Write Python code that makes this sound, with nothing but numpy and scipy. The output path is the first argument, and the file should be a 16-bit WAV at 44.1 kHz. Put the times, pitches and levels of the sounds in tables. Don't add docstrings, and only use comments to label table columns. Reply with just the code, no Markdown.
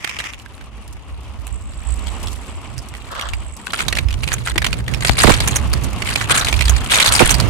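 import sys
import numpy as np
from scipy import signal
from scipy.fft import rfft, irfft
from scipy.io import wavfile

SR = 44100
rng = np.random.default_rng(int(sys.argv[2]) if len(sys.argv) > 2 else 0)


def gain_from_decibels(decibels):
    exponent = np.asarray(decibels, float) / 20
    return 10 ** exponent


def put_to_file(sound):
    columns = np.atleast_2d(sound).T
    safe = np.clip(columns, -1, 1)
    whole_steps = np.round(safe * 32767)
    wavfile.write(sys.argv[1], SR, whole_steps.astype(np.int16))


N = 330309

# time in seconds, rumble level in dB before panning.
SHAKE = [(0.0, -40), (1.96, -26), (3.21, -35.5), (3.4, -23), (3.65, -42.5), (4.11, -17), (4.46, -35),
         (4.53, -21), (5.01, -28.5), (5.7, -18), (6.17, -32.5), (6.7, -13.5), (7.05, -34.5), (7.09, -19.5),
         (7.49, -24.5)]
# pitch in Hz, width in Hz, relative level in dB.
RUMBLE_MODES = [(41, 2.7, 10.5), (59.6, 16.9, 16.5), (79, 13.5, 4.5)]
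# time in seconds, wheel hiss in dB before panning, rumble left minus right in dB,
# thud level in dB before panning.
ROLL = [(0.0, -45, 1, -44.5), (1.68, -43.5, -7, -49), (2.13, -35, -14, -78), (2.7, -41, -9, -38.5),
        (3.53, -40.5, -3, -56), (3.86, -37, -12.5, -34), (4.78, -52.5, -4.5, -25), (5.26, -32, -6.5, -23.5),
        (7.05, -33, -13, -34), (7.48, -28.5, -14.5, -15)]
# frequency in Hz, relative gain in dB.
WHEEL_COLOUR = [(150, 7.5), (260, 3.5), (480, -4), (1150, 0), (1600, -12), (2870, -5.5), (4020, -18),
                (9600, -23), (15500, -48)]
# frequency in Hz, left-right correlation (1 is mono).
LIKENESS = [(60, 0.86), (950, 0.88), (15000, -0.57)]
# start in seconds, length in seconds, crunch in dB.
HEAPS = [(3.709, 0.11, -28.5), (4.203, 0.19, -36.5), (4.462, 0.035, -24.5), (4.564, 0.42, -38),
         (5.014, 0.12, -22), (5.184, 0.13, -15), (5.287, 0.28, -26), (6.066, 0.17, -25),
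         (6.306, 0.08, -15.5), (6.428, 0.84, -30), (6.917, 0.11, -14), (7.123, 0.11, -16.5),
         (7.231, 0.094, -20)]
# frequency in Hz, relative gain in dB.
CRACK_COLOUR = [(250, -8.5), (1200, -3), (2300, -0.5), (4400, -6), (5400, -14.5), (8800, -7.5),
                (12000, -18.5), (15500, -26)]
# start in seconds, length in seconds, level in dB, centre in Hz.
SCRAPES = [(0.029, 0.25, -32, 2000), (3.116, 0.14, -30, 1115), (6.31, 0.091, -23.5, 1240),
           (6.964, 0.25, -24, 1120)]
# multiple of the centre, relative level in dB.
DRAG_MODES = [(0.62, 0), (1, 6.5), (2.4, -5.5)]
# time in seconds, relative level in dB,
# ring pitch in Hz.
CRACKS = [(0.0445, -10.5, 2000), (0.0749, -13.5, 1840), (0.094, -14, 2310), (0.188, -11, 2720),
          (0.201, -13, 2020), (0.241, -16.5, 1880), (0.335, -18.5, 2450), (0.398, -27, 2890),
          (0.461, -26.5, 1620), (0.580, -31.5, 1360), (0.611, -27, 1470), (1.4687, -17.5, 8000),
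          (2.07, -18.5, 3230), (2.272, -15, 3370), (2.78, -15, 5040), (2.939, -20.5, 1980),
          (3.152, -18.5, 1310), (3.195, -17, 2200), (3.2116, -11.5, 2850), (3.288, -16.5, 3000),
          (3.335, -13, 2290), (3.669, -14, 1520), (3.7341, -6.5, 1370), (3.791, -9.5, 2200),
          (3.8038, -8, 1350), (3.8823, -4.5, 3690), (3.9261, -6.5, 1930), (3.953, -11, 2760),
          (3.97, -8, 2000), (3.986, -6, 2270), (4.0859, -16.5, 2500), (4.1072, -16.5, 2460),
          (4.1274, -15, 2920), (4.19, -28, 5030), (4.234, -11, 2420), (4.2768, -8.5, 2500),
          (4.318, -9.5, 1510), (4.3302, -3.5, 6500), (4.473, -8.5, 1400), (4.558, -13, 318),
          (4.579, -2.5, 2170), (4.619, -10, 1690), (4.644, -5, 1990), (4.665, -4.5, 2600),
          (4.7292, -8.5, 2350), (4.88, -12, 1920), (4.938, -12, 2380), (5.048, -4.5, 1980),
          (5.071, -4.5, 4600), (5.27, -2, 1930), (5.339, -4.5, 3180), (5.4029, -4.5, 3440),
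          (5.4756, -1, 6340), (5.559, 1, 6300), (5.7317, -4, 4530), (6.021, -10.5, 2030),
          (6.074, -10, 2150), (6.1578, -2.5, 2310), (6.212, -9.5, 1340), (6.297, -5.5, 1300),
          (6.309, 0.5, 1500), (6.395, -6.5, 5900), (6.447, -3.5, 4070), (6.4695, -8, 2160),
          (6.484, -1.5, 3340), (6.5269, -3.5, 2410), (6.5917, -9.5, 2420), (6.6088, -4, 2330),
          (6.621, -9.5, 2520), (6.654, -8, 4400), (6.681, -6, 3270), (6.695, 1, 6500), (6.7648, -8, 4550),
          (6.9195, -3.5, 3400), (6.9446, -1, 3530), (7, 1, 2280), (7.06, 4.5, 3870), (7.078, 1, 3600),
          (7.088, -3, 4170), (7.121, -4, 3280), (7.151, 2.5, 4730), (7.193, 1, 2380), (7.2928, -3, 2550),
          (7.305, 2, 6300), (7.342, -3.5, 4640), (7.4, -2, 4250)]
# time in seconds, rattle level in dB before panning.
RATTLE = [(1.45, -55), (1.7, -45.5), (2.15, -43), (2.36, -51), (2.5, -44.5), (2.85, -56.5), (3.7, -44.5)]
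# time in seconds, first pitch of the sweep in Hz, fading time constant in seconds.
KNOCKS = [(5.0944, 4840, 0.0014), (5.2358, 2184, 0.0062), (5.275, 1740, 0.0023), (5.283, 678, 0.0062),
          (5.295, 2180, 0.00304), (5.302, 1113, 0.00395), (7.203, 1170, 0.00553), (7.2118, 735, 0.00414),
          (7.218, 993, 0.0049)]


def rms_one(x):
    return x / np.sqrt(np.mean(x ** 2) + 1e-20)


def in_time(rows):
    s, *columns = np.transpose(rows)
    return [np.interp(np.arange(N) / SR, s, c) for c in columns]


def at_hz(points, hz):
    points = np.array(points)
    return np.interp(np.log(hz), np.log(points[:, 0]), points[:, 1])


def drift(rate_hz):
    r = np.exp(-80 * np.pi * rate_hz / SR)
    noise = rng.standard_normal(N // 40 + 2002)
    slow = signal.lfilter([1], [1, -2 * r, r * r], noise)[2000:]
    return np.interp(np.arange(N) / 40, np.arange(len(slow)), rms_one(slow))


def resonance(x, hz, width_hz):
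    r = np.exp(-np.pi * width_hz / SR)
    zeros = np.array([1, 0, -1]) * (1 - r * r) / 2
    return signal.lfilter(zeros, [1, -2 * r * np.cos(2 * np.pi * hz / SR), r * r], x)


def colour(x, spectrum):
    log_gain = np.log(gain_from_decibels(at_hz(spectrum, np.arange(1025).clip(1) * SR / 2048)))
    cepstrum = irfft(log_gain)
    cepstrum[1:1024] *= 2
    cepstrum[1025:] = 0
    impulse = irfft(np.exp(rfft(cepstrum)))
    return signal.fftconvolve(x, impulse[None], axes=1)[:, :N]


def apart(pan_db):
    return gain_from_decibels(np.array([pan_db / 2, -pan_db / 2]))


def from_one_side(length, alike):
    noise = rng.standard_normal((3, length))
    shared = np.array([noise[0], np.roll(noise[0], 7)])
    return np.sqrt(np.clip(alike, 0, 1)) * shared + np.sqrt(np.clip(1 - alike, 0, 1)) * noise[1:]


def passing_db(start, length, rise_db_per_s, fall_db_per_s):
    s = np.arange(N) / SR
    return -rise_db_per_s * np.maximum(start - s, 0) - fall_db_per_s * np.maximum(s - start - length, 0)


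def rumble():
    thud_hz, thud_width_hz = 115, 25.5
    _, pan_db, thud_db = in_time(ROLL)
    lumps_db = 3.3 * np.array([drift(12.0), drift(38)])
    push = rng.standard_normal((2, N)) * gain_from_decibels(lumps_db)
    low = 0
    for hz, width_hz, db in RUMBLE_MODES:
        low = low + gain_from_decibels(db) * resonance(resonance(push, hz, 2 * width_hz), hz, width_hz)
    low = rms_one(low)
    thud = rms_one(resonance(push[::-1, ::-1], thud_hz, thud_width_hz))
    shaking = apart(pan_db) * (gain_from_decibels(in_time(SHAKE)[0]) * low + gain_from_decibels(thud_db) * thud)
    return shaking, low[1]


def wheels():
    out, together = 0, drift(25)
    edges = 180 * 2 ** np.arange(0, 7, .5)
    white = rng.standard_normal((2, 2, N))
    for k, (low, high) in enumerate(zip(edges, edges[1:])):
        band = signal.butter(2, [low, high], "band", fs=SR, output="sos")
        mid, side = signal.sosfilt(band, white[k % 2])
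        alike = np.clip(at_hz(LIKENESS, np.sqrt(low * high)), -1, 1)
        stereo = np.sqrt(1 + alike) * mid + np.sqrt(1 - alike) * side * [[1], [-1]]
        out = out + gain_from_decibels(2 * together + drift(14.0)) * stereo
    hiss = rms_one(colour(out, WHEEL_COLOUR))
    return gain_from_decibels(in_time(ROLL)[0]) * hiss * apart(np.array([2.5]))


def ticks():
    ticks_per_s, over_hiss_db, decay_s = 27, -11.5, 0.0057
    born = rng.random(N) < ticks_per_s * gain_from_decibels(4.0 * drift(4)) / SR
    sizes = born * gain_from_decibels(5.2 * np.minimum(rng.exponential(1, N), 3))
    envelope = signal.lfilter([1], [1, -np.exp(-1 / (decay_s * SR))], sizes + 1e-18)
    puff = envelope * from_one_side(N, alike=0.085)
    thin = signal.sosfilt(signal.butter(2, [3800, 11000], "band", fs=SR, output="sos"), puff)
    return gain_from_decibels(in_time(ROLL)[0] + over_hiss_db) * rms_one(thin)


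def crunch_db():
    grit_over_hiss_db, rise_db_per_s, fall_db_per_s = -6.5, 900, 251
    power = gain_from_decibels(2 * (in_time(ROLL)[0] + grit_over_hiss_db))
    for start, length, db in HEAPS:
        power = power + gain_from_decibels(2 * (db + passing_db(start, length, rise_db_per_s, fall_db_per_s)))
    return 10 * np.log10(power)


def crunch():
    level_db = crunch_db()
    force_db = level_db + 38
    per_s = 200 * gain_from_decibels(0.38 * force_db)
    born = rng.random(N) < per_s * gain_from_decibels(3.0 * drift(30)) / SR
    sizes = born * gain_from_decibels(1.95 * np.minimum(rng.exponential(1, N), 3)) / np.sqrt(per_s)
    dealt, out = rng.integers(0, 14, N), np.zeros((2, N))
    r = np.exp(-1 / (0.0034 * SR))
    for k, hz in enumerate(np.geomspace(900, 10000, num=14)):
        envelope = signal.lfilter([1], [1, -r], sizes * (dealt == k) + 1e-18)
        puff = envelope * from_one_side(N, alike=0.21)
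        brightness = gain_from_decibels(0.12 * force_db * np.log2(hz / 2500))
        out += brightness * resonance(puff, hz, 0.13 * hz) + 0.27 * puff
    return gain_from_decibels(level_db) * rms_one(colour(out, CRACK_COLOUR))


def scrapes():
    grains_per_s, grain_s, rise_db_per_s, fall_db_per_s = 2700, 0.0002, 400, 166
    born = rng.random(N) < grains_per_s / SR
    sizes = born * gain_from_decibels(1.4 * np.minimum(rng.exponential(1, N), 3) + 3.5 * drift(44))
    envelope = signal.lfilter([1], [1, -np.exp(-1 / (grain_s * SR))], sizes)
    grains = envelope * from_one_side(N, alike=0.08)
    out = 0
    for start, length, db, centre_hz in SCRAPES:
        body = 0
        for ratio, mode_db in DRAG_MODES:
            hz = ratio * centre_hz
            body = body + gain_from_decibels(mode_db) * resonance(resonance(grains, hz, 0.59 * hz), hz, 0.79 * hz)
        level_db = db + passing_db(start, length, rise_db_per_s, fall_db_per_s)
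        out = out + gain_from_decibels(level_db) * rms_one(body)
    return out


def cracks():
    broad, rung = np.zeros((2, N + 2048)), np.zeros((2, N + 2048))
    t = np.arange(2048) / SR
    for s, db, hz in CRACKS:
        later, size, place = 0.014 * rng.random(2), 0.44 * rng.random(2), rng.normal(size=1)
        lasts = 0.0027 * gain_from_decibels(0.34 * db)
        tear_s = 0.0016 + lasts * (hz / 7000) ** 2
        shape = np.exp(-t / lasts) * np.tanh(t / tear_s)
        shape = shape + sum(a * (t > d) * np.exp(-(t - d) / lasts) for d, a in zip(later, size))
        shape = shape + 0.053 * np.exp(-t / 0.016)
        burst = shape * from_one_side(len(t), alike=0.29)
        burst[:, 0] += 2.2
        higher_hz = min(hz * (1.3 + rng.random()), 9000)
        ring = resonance(burst, hz, 0.14 * hz) + 0.6 * resonance(burst, higher_hz, 0.031 * hz)
        burst = signal.lfilter([1], [1, -np.exp(-2 * np.pi * 3.35 * hz / SR)], burst)
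        i, gain = round(s * SR), gain_from_decibels(db) * apart(-3.0 + 5.0 * place)
        broad[:, i:i + len(t)] += gain * burst / np.abs(burst).max()
        rung[:, i:i + len(t)] += gain * ring / np.abs(ring).max()
    return gain_from_decibels(9.0) * colour(broad[:, :N], CRACK_COLOUR) + gain_from_decibels(-4.5) * rung[:, :N]


def rattle(shake):
    hz, width_hz = 7830, 650
    s = np.arange(N) / SR
    on = (s > RATTLE[0][0]) & (s < RATTLE[-1][0])
    touch = 0.19 + np.maximum(shake, 0)
    ring = resonance(rng.standard_normal((2, N)) * touch, hz, width_hz)
    ring = rms_one(resonance(ring, hz, 2 * width_hz))
    return on * gain_from_decibels(in_time(RATTLE)[0]) * ring * apart(np.array([-7.0]))


def knocks():
    swing_db, swing_hz, swing_s = 0, 48, 0.02
    out = np.zeros((2, N))
    t = np.arange(4096) / SR
    for k, (s, first_hz, fading) in enumerate(KNOCKS):
        judder = rms_one(resonance(rng.standard_normal(len(t)), 300, 300))
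        offset = 2 * np.pi * first_hz * fading * np.exp(-t / fading)
        offset = offset + .5 * judder * np.tanh(offset / 2)
        swing = gain_from_decibels(swing_db) * np.exp(-t / swing_s) * np.sin(2 * np.pi * swing_hz * t)
        i = round(s * SR)
        out[int(k > 0), i:i + len(t)] += offset + swing
    return out


def scene():
    shaking, shake = rumble()
    rolling = shaking + wheels() + ticks() + crunch()
    return rolling + scrapes() + cracks() + rattle(shake) + knocks()


def top_cut(x):
    return signal.sosfilt(signal.butter(12, 15680, fs=SR, output="sos"), x)


def record(dry):
    folded = np.sin(dry)
    low_cut = signal.butter(2, 15, "high", fs=SR, output="sos")
    mix = np.clip(signal.sosfilt(low_cut, folded), -1, 1)
    return top_cut(mix)


dry = scene()
out = record(dry)
put_to_file(out)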